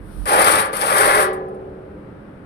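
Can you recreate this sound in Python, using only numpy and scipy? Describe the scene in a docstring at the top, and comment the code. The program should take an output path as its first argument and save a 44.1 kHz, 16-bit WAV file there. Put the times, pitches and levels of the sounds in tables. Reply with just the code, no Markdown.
"""A metal tray is pushed over wet concrete in two strokes, under a raised car in a garage. First a faint hiss
swells over a low workshop rumble, and dull bumps touch the microphone. From 0.26 s grit catches under the tray:
a dense run of tiny slips hisses and forces the sheet metal to groan, rasp and ring. Near 1.2 s the tray rocks
to rest and its modes ring on in free decay. It scuffs once as it settles, and a few faint ticks follow.
Throughout, the left microphone port faces the tray."""
import sys
import numpy as np
from scipy import signal
from scipy.fft import rfft, irfft, next_fast_len
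from scipy.io import wavfile
from scipy.ndimage import uniform_filter1d

SR = 44100
rng = np.random.default_rng(int(sys.argv[2]) if len(sys.argv) > 2 else 0)


def dump_mix(stems):
    """Bounce the given channels to the path in sys.argv[1] as a 16-bit WAV at rate SR."""
    frames = np.atleast_2d(stems).T  # one column per channel
    limited = np.clip(frames, -1, 1)  # hard clip at full scale
    pcm = np.round(limited * 32767).astype(np.int16)
    wavfile.write(sys.argv[1], SR, pcm)


N = 108045
T = np.arange(N) / SR

# spectrum of the workshop rumble: f/Hz, level/dB
RUMBLE_SPECTRUM = [(20, -31.5), (50, -16.5), (90, -17.5), (135, -16), (165, -17.5), (200, -12),
                   (240, -26.5), (290, -16), (360, -28), (520, -31.5), (720, -39.5), (1000, -41.5),
                   (1400, -37.5), (2000, -45.5), (3200, -54.5), (5500, -64.5), (7000, -64.5), (9600, -77.5),
                   (12000, -76.5), (15000, -74)]
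# left-right coherence of the diffuse field: f/Hz, coherence/1
ROOM_COHERENCE = [(60, 0.98), (200, 0.95), (500, 0.48), (900, 0.084), (2000, 0.086)]
# reverberation time of the garage: f/Hz, T60/s
GARAGE_DECAY = [(200, 2.5), (500, 3.4), (1000, 0.58), (2000, 0.5), (4000, 0.33), (10000, 0.078)]
# dull bumps on the microphone: t/s, level/dB, width/s, left minus right/dB
BUMP_PULSES = [(.06, -36.5, 0.16, -13.5), (.215, -27.5, 0.0426, -39), (.41, -37.5, 0.0413, -5.5),
               (1.06, -34, .025, -23.5)]
# envelope of the opening hiss: t/s, level/dB
HISS_ENVELOPE = [(0, -15), (.06, -5.5), (.15, 1), (.26, 2.5), (.32, -21.5)]
# spectrum of that hiss: f/Hz, level/dB
HISS_SPECTRUM = [(300, -27), (1200, -88), (3000, -48.5), (5500, -51), (9600, -55), (15000, -56)]
# single grains cracking, and at 1.331 s one longer scuff as the tray settles: t/s, level/dB, T60/s
CRACKS_AND_SCUFF = [(0.241, -31, 0.015), (0.256, -7, 0.026), (0.731, -10.5, .026), (1.331, -21.5, .085),
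                    (1.484, -39.5, .05), (1.545, -41, .05)]
# spectrum of a crack: f/Hz, level/dB
CRACK_SPECTRUM = [(300, -16.5), (1500, -12.5), (4000, -17.5), (9600, -17.5), (15000, -23.5)]
# envelope of the crunch under the corners: t/s, level/dB
GRIT_ENVELOPE = [(0.258, -36), (0.284, -28), (0.468, -27), (0.612, -27), (0.636, -46), (0.662, -42.5),
                 (0.68, -60.5), (0.72, -64.5), (0.732, -32), (0.772, -34), (0.784, -35), (0.81, -29),
                 (0.936, -28), (0.985, -22.5), (1.14, -28.5), (1.225, -26.5), (1.262, -40.5), (1.30, -83)]
# spectrum of the crunch: f/Hz, level/dB
GRIT_SPECTRUM = [(200, -21.5), (330, 3), (1500, -21.5), (2800, 6.5), (4000, 5), (5500, 4.5), (9600, 3.5),
                 (15000, -3)]
# the tray catches on coarser grit: t/s, level above the steady crunch/dB, length/s
GRIT_CATCHES = [(.331, 7.5, 0.0042), (.382, 8, 0.015), (.414, 8, 0.014), (.444, 14, 0.0034),
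                (.456, 5, 0.072), (.556, 6.5, .009), (.585, 8.5, 0.0096), (.646, 9.5, 0.041),
                (.768, 14, 0.003), (.812, 10, .009), (.861, 5, .008), (.904, 4.5, 0.0038), (.960, 4, 0.011),
                (.975, 3, 0.014), (1.151, 4, 0.0095)]
# tray modes: f/Hz, first-stroke level/dB, second-stroke level/dB, T60/s
TRAY_MODES = [(205, -15, -22, 3), (296, -24, -28.5, 4.5), (334.6, -19, -37.5, 0.7), (375, -25, -4.5, 1.8),
              (407, -19, -16.5, 3.1), (414.5, -23, -14, 2.2), (431.8, -8, -8.5, 0.58),
              (440.8, -12.5, -9.5, 2.2), (493.5, -13, -18, 2.8), (526, -16, -18.5, 2.5),
              (534.3, -14, -16, 1.8), (560, -15, -12, 0.9), (605.8, -5.5, 0.5, 0.3),
              (774.4, -12, -8.5, 1.0), (794, -9, -5.5, .9), (868, -6.5, -27.5, 0.33), (1010, -8, -3, 0.68),
              (1030, -18.5, -13.5, 1.4), (1160, -3.5, -5, 0.37), (1250, -19, -17, .8),
              (1383, -2, -0.5, 0.36), (1485, -4.5, -7, 0.17), (1611, -3.5, -6.5, .3), (1677, -4, -7, 0.32),
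              (1696, -12.5, -6, 0.63), (1837, -9, -9, .4), (1953, -8.5, -2.5, 0.37)]
# envelope of the sheet's low groan: t/s, level/dB
GROAN_ENVELOPE = [(.258, -32.5), (.29, -21.5), (.335, -16.5), (.39, -14.5), (.46, -21.5), (.58, -24.5),
                  (.65, -44), (.72, -43.5), (.735, -35), (.79, -45), (.82, -24.5), (.89, -26), (.96, -20.5),
                  (1.08, -16), (1.2, -24.5), (1.29, -51)]
# spectra of the groan: f/Hz, first-stroke level/dB, second-stroke level/dB
GROAN_SPECTRA = [(120, -21, -36), (202, 13, 2.5), (247, -21, -13), (314, 15, -3), (347.4, 5, 6.5),
                 (405, 9.5, 14.5), (470, 13.5, 8.5), (512, 12.5, 11), (554, 17.5, 16), (706, 5.5, -1.5),
                 (830, 16, 11.5), (900, 12.5, -3.5), (1020, -8.5, 1.5), (1970, -31, -22.5)]
# sliding friction that drives the rasp and the modes: t/s, level/dB
DRAG_ENVELOPE = [(.258, -33), (.29, -27.5), (.35, -22.5), (.44, -22), (.575, -22), (.64, -31), (.72, -55.5),
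                 (.734, -29.5), (.79, -38), (.82, -24.5), (.86, -32.5), (.92, -23.5), (.95, -25),
                 (1.0, -22), (1.2, -24), (1.25, -30.5), (1.31, -46.5)]
# spectra of the rasp: f/Hz, first-stroke level/dB, second-stroke level/dB
RASP_SPECTRA = [(290, -54, -17), (760, 7.5, 11.5), (954, 11.5, 10), (1075, 13.5, 16), (1150, 23.5, 20.5),
                (1380, 11.5, 11), (1505, 17, 18), (1668, 14, 17.5), (1948, 11, 10.5), (2080, 15, 15),
                (2153, 3, 14), (2240, 13.5, 11), (2600, 8, 4), (4640, 0, 0), (12000, -31, -44)]
# left-right coherence of the tray's scattered sound: f/Hz, coherence/1
TRAY_COHERENCE = [(300, 0.71), (650, 0.37), (1200, 0.15), (2200, 0.42), (4000, 0.17)]
# phase delay of the right port: f/Hz, delay/ms
RIGHT_DELAY = [(300, 0.051), (700, 0.25), (950, 0.31), (1500, 0.36), (2700, 0.464)]
# frequency response of the left port: f/Hz, level/dB
LEFT_RESPONSE = [(200, -5), (400, 0), (1000, 4), (2000, 3), (3000, 0), (5500, -1), (6800, -12), (8000, 3),
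                 (9000, 12), (9800, 15.5), (11000, 2.5), (12800, 7), (14000, -5.5), (15500, -31)]
# frequency response of the right port: f/Hz, level/dB
RIGHT_RESPONSE = [(200, -4), (400, 0.5), (1000, 5.5), (1500, -3), (2400, -4.5), (4400, -12), (7000, -17),
                  (8500, -22.5), (10000, -27.5), (11500, -17.5), (12800, -9.5), (15500, -16.5)]

SECOND_STROKE_S, ATTACK_S, RELEASE_DB_PER_S = 0.93, 0.0018, 353.5
SLIPS_PER_S, SLIP_SPREAD_DB, JUDDER_HZ = 6000, 2.5, 63
GRAINS_PER_S, GRAIN_SPREAD_DB, CLUMP_DB, CLUMP_HZ = 3100, 2, 1.95, 76
REST_S, REST_WIDTH_S, REST_DB, REST_BELOW_HZ = 1.205, 0.045, -7.5, 349


def amp(db):
    """Amplitude ratio of a level in decibels."""
    return 10 ** (np.asarray(db) / 20)


def unit_rms(x):
    """Normalisation to unit mean power."""
    return x / np.sqrt(np.mean(x ** 2) + 1e-20)


def at_hz(points, hz):
    """Interpolation on a logarithmic frequency axis."""
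    f, value = np.transpose(points)
    return np.interp(np.log(np.maximum(hz, 1)), np.log(f), value)


def colour(x, points):
    """Minimum-phase filtering: folding the cepstrum makes the given response causal."""
    size = 2 * next_fast_len(N // 2 + SR // 8)
    cepstrum = irfft(np.log(amp(at_hz(points, np.fft.rfftfreq(size, 1 / SR)))), size)
    cepstrum[1:size // 2] *= 2
    cepstrum[size // 2 + 1:] = 0
    return irfft(rfft(x, size) * np.exp(rfft(cepstrum)), size)[..., :N]


def convolve(x, response):
    """Convolution: the output of a linear path with the given impulse response."""
    size = next_fast_len(N + SR // 4)
    return irfft(rfft(x, size) * rfft(response, size), size)[..., :N]


def drift(corner_hz):
    """Random fluctuation: low-passed noise of unit rms."""
    r = np.exp(-2 * np.pi * corner_hz / SR)
    return unit_rms(signal.lfilter([1], [1, -2 * r, r * r], rng.standard_normal(N + SR // 8))[-N:])


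def diffuse_noise(coherence):
    """Partial coherence: two white noises share a common part and an opposed part."""
    alike = np.clip(at_hz(coherence, np.fft.rfftfreq(N, 1 / SR)), -.99, .99)
    mid, side = rfft(rng.standard_normal((2, N)))
    return irfft(np.sqrt((1 + alike) / 2) * mid + np.sqrt((1 - alike) / 2) * side * [[1], [-1]], N)


def rumble():
    """Diffuse field of the workshop: steady noise, coherent between the ports in the bass."""
    return colour(diffuse_noise(ROOM_COHERENCE), RUMBLE_SPECTRUM)


def garage():
    """Reverberation: an impulse response whose octave bands decay exponentially, the treble fastest."""
    hz, noise = np.fft.rfftfreq(N, 1 / SR), rfft(diffuse_noise(ROOM_COHERENCE))
    centres, response = np.geomspace(125, 16000, 8), 0
    for centre, share in zip(centres, np.eye(len(centres))):
        band = irfft(noise * at_hz(np.c_[centres, share], hz), N)
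        decay = amp(-60 * T / at_hz(GARAGE_DECAY, centre))
        response = response + band * decay / np.linalg.norm(decay)
    return response


def bumps(centre_hz=43, wander=0.22):
    """Pressure pulses at the ports: a slow, uneven oscillation under Gaussian envelopes."""
    hz = centre_hz * (1 + wander * drift(13))
    swing = np.sqrt(2) * np.sin(2 * np.pi * np.cumsum(hz) / SR)
    envelope = 0
    for s, db, width, pan_db in BUMP_PULSES:
        port_gains = amp(db + np.array([[pan_db], [-pan_db]]) / 2 - abs(pan_db) / 4)
        envelope = envelope + port_gains * np.exp(-((T - s) / width) ** 2)
    return envelope * swing


def hiss():
    """Amplitude-modulated noise: a faint hiss swells before the tray breaks loose."""
    s, db = np.transpose(HISS_ENVELOPE)
    return colour(rng.standard_normal((2, N)), HISS_SPECTRUM) * amp(np.interp(T, s, db)) * (T < s[-1])


def ticks():
    """Brittle fracture and scuffing: each cracking grain, and the settling tray's scuff, gives a noise burst
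    that decays exponentially."""
    envelope = sum((T >= s) * amp(db - 60 * np.clip(T - s, 0, 1) / t60) for s, db, t60 in CRACKS_AND_SCUFF)
    return colour(envelope * rng.standard_normal((2, N)), CRACK_SPECTRUM)


def at_ports(x):
    """Path difference: sound from the tray reaches the right port later."""
    hz = np.fft.rfftfreq(N, 1 / SR)
    delay_s = at_hz(RIGHT_DELAY, hz) / 1000
    left, right = np.broadcast_to(x, (2, N))
    return np.array([left, irfft(rfft(right) * np.exp(-2j * np.pi * hz * delay_s), N)])


def scatter(t60, tail_db, smoothing_hz=70):
    """Scattering: a direct impulse and a dense decaying tail, evened out across frequency."""
    tail = diffuse_noise(TRAY_COHERENCE) * amp(-60 * T / t60)
    response = signal.unit_impulse(N) + amp(tail_db) * tail / np.linalg.norm(tail[0])
    spectrum = rfft(at_ports(response))
    power = uniform_filter1d(abs(spectrum) ** 2, int(smoothing_hz * N / SR))
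    return irfft(spectrum / np.sqrt(power), N) * (T < 2 * t60)


def slips(per_s, spread_db):
    """Shot noise: impulses of random time, size and sign, at unit rms."""
    sizes = amp(spread_db * np.minimum(rng.exponential(1, N), 4)) * rng.choice([-1, 1], N)
    return unit_rms(sizes * (rng.random(N) < per_s / SR))


def sliding_gain(envelope):
    """Amplitude envelope of the sliding, with a sudden attack and an exponential release."""
    s, db = np.transpose(envelope)
    attack = np.clip((T - s[0]) / ATTACK_S, 0, 1)
    return attack * amp(np.interp(T, s, db) - RELEASE_DB_PER_S * np.maximum(T - s[-1], 0))


def grit(corners=3):
    """Incoherent sources: each corner crushes clumps of sand, harder at each catch."""
    catches_db = sum((T >= s) * db * np.exp(-((T - s) / length) ** 2) for s, db, length in GRIT_CATCHES)
    clumps = unit_rms(amp(CLUMP_DB * drift(CLUMP_HZ)))
    gain = sliding_gain(GRIT_ENVELOPE) * amp(catches_db) * clumps
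    crunch = 0
    for _ in range(corners):
        grains = slips(GRAINS_PER_S, GRAIN_SPREAD_DB) * gain
        underside = scatter(t60=0.047, tail_db=-1)  # quick reflections between floor and car
        crunch = crunch + convolve(grains, underside)
    return colour(crunch / np.sqrt(corners), GRIT_SPECTRUM)


def ringing(gain_db=-4.5, smoothing_s=0.15):
    """Damped resonance: each tray mode stores energy from the slips and lets it decay."""
    force, drag = slips(SLIPS_PER_S, SLIP_SPREAD_DB), sliding_gain(DRAG_ENVELOPE)
    rocking = amp(REST_DB) * np.exp(-((T - REST_S) / REST_WIDTH_S) ** 2)
    modes = 0
    for hz, first_db, second_db, t60 in TRAY_MODES:
        r, w = amp(-60 / (t60 * SR)), 2 * np.pi * hz / SR
        coupling = np.where(T < SECOND_STROKE_S, amp(first_db), amp(second_db))
        # rocking to rest shakes the low modes
        drive = coupling * (drag + rocking / (1 + (hz / REST_BELOW_HZ) ** 4))
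        envelope = np.sqrt(signal.lfilter([1 - r * r], [1, -r * r], drive ** 2) + 1e-18)
        tone = signal.lfilter([0, np.sin(w)], [1, -2 * r * np.cos(w), r * r], force * drive + 1e-18)
        # hold the tone's mean level to the envelope of the stored energy
        relative_power = uniform_filter1d((tone / envelope) ** 2, int(smoothing_s * SR))
        modes = modes + tone / np.sqrt(abs(relative_power) + 1e-6)
    return amp(gain_db) * modes


def sheet(envelope, spectra, t60, tail_db, judder_db, contacts):
    """Forced vibration: slips shake the sheet; its colour shifts as each stroke bears on other spots."""
    forces = sliding_gain(envelope) * np.array([
        slips(SLIPS_PER_S, SLIP_SPREAD_DB) * unit_rms(amp(judder_db * drift(JUDDER_HZ)))
        for _ in range(contacts)])
    spectra, first = np.array(spectra), T < SECOND_STROKE_S
    vibration = colour(forces * first, spectra[:, [0, 1]]) + colour(forces * ~first, spectra[:, [0, 2]])
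    return sum(convolve(x, scatter(t60, tail_db)) for x in vibration) / np.sqrt(contacts)


def scene():
    """Superposition: the background, the garage's reverberation and the direct sound of grit and tray."""
    groan = sheet(GROAN_ENVELOPE, GROAN_SPECTRA, t60=0.33, tail_db=-6.5, judder_db=0.25, contacts=1)
    rasp = sheet(DRAG_ENVELOPE, RASP_SPECTRA, t60=0.088, tail_db=-1.5, judder_db=2.5, contacts=2)
    metal, sand = groan + rasp, grit() + ticks()
    reverberation = convolve(amp(-6) * metal[0] + amp(-6.5) * sand[0], garage())
    return rumble() + bumps() + hiss() + reverberation + sand + at_ports(ringing()) + metal


def record(dry, ceiling=0.95, cutoff_hz=15600):
    """Transduction: each port colours the sound, saturation rounds the peaks, a low-pass cuts the top."""
    ports = np.array([colour(dry[0], LEFT_RESPONSE), colour(dry[1], RIGHT_RESPONSE)])
    rounded = ports / (1 + (ports / ceiling) ** 6) ** (1 / 6)
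    return signal.sosfilt(signal.ellip(12, .1, 90, cutoff_hz, fs=SR, output="sos"), rounded)


dry = scene()
out = record(dry)
dump_mix(out)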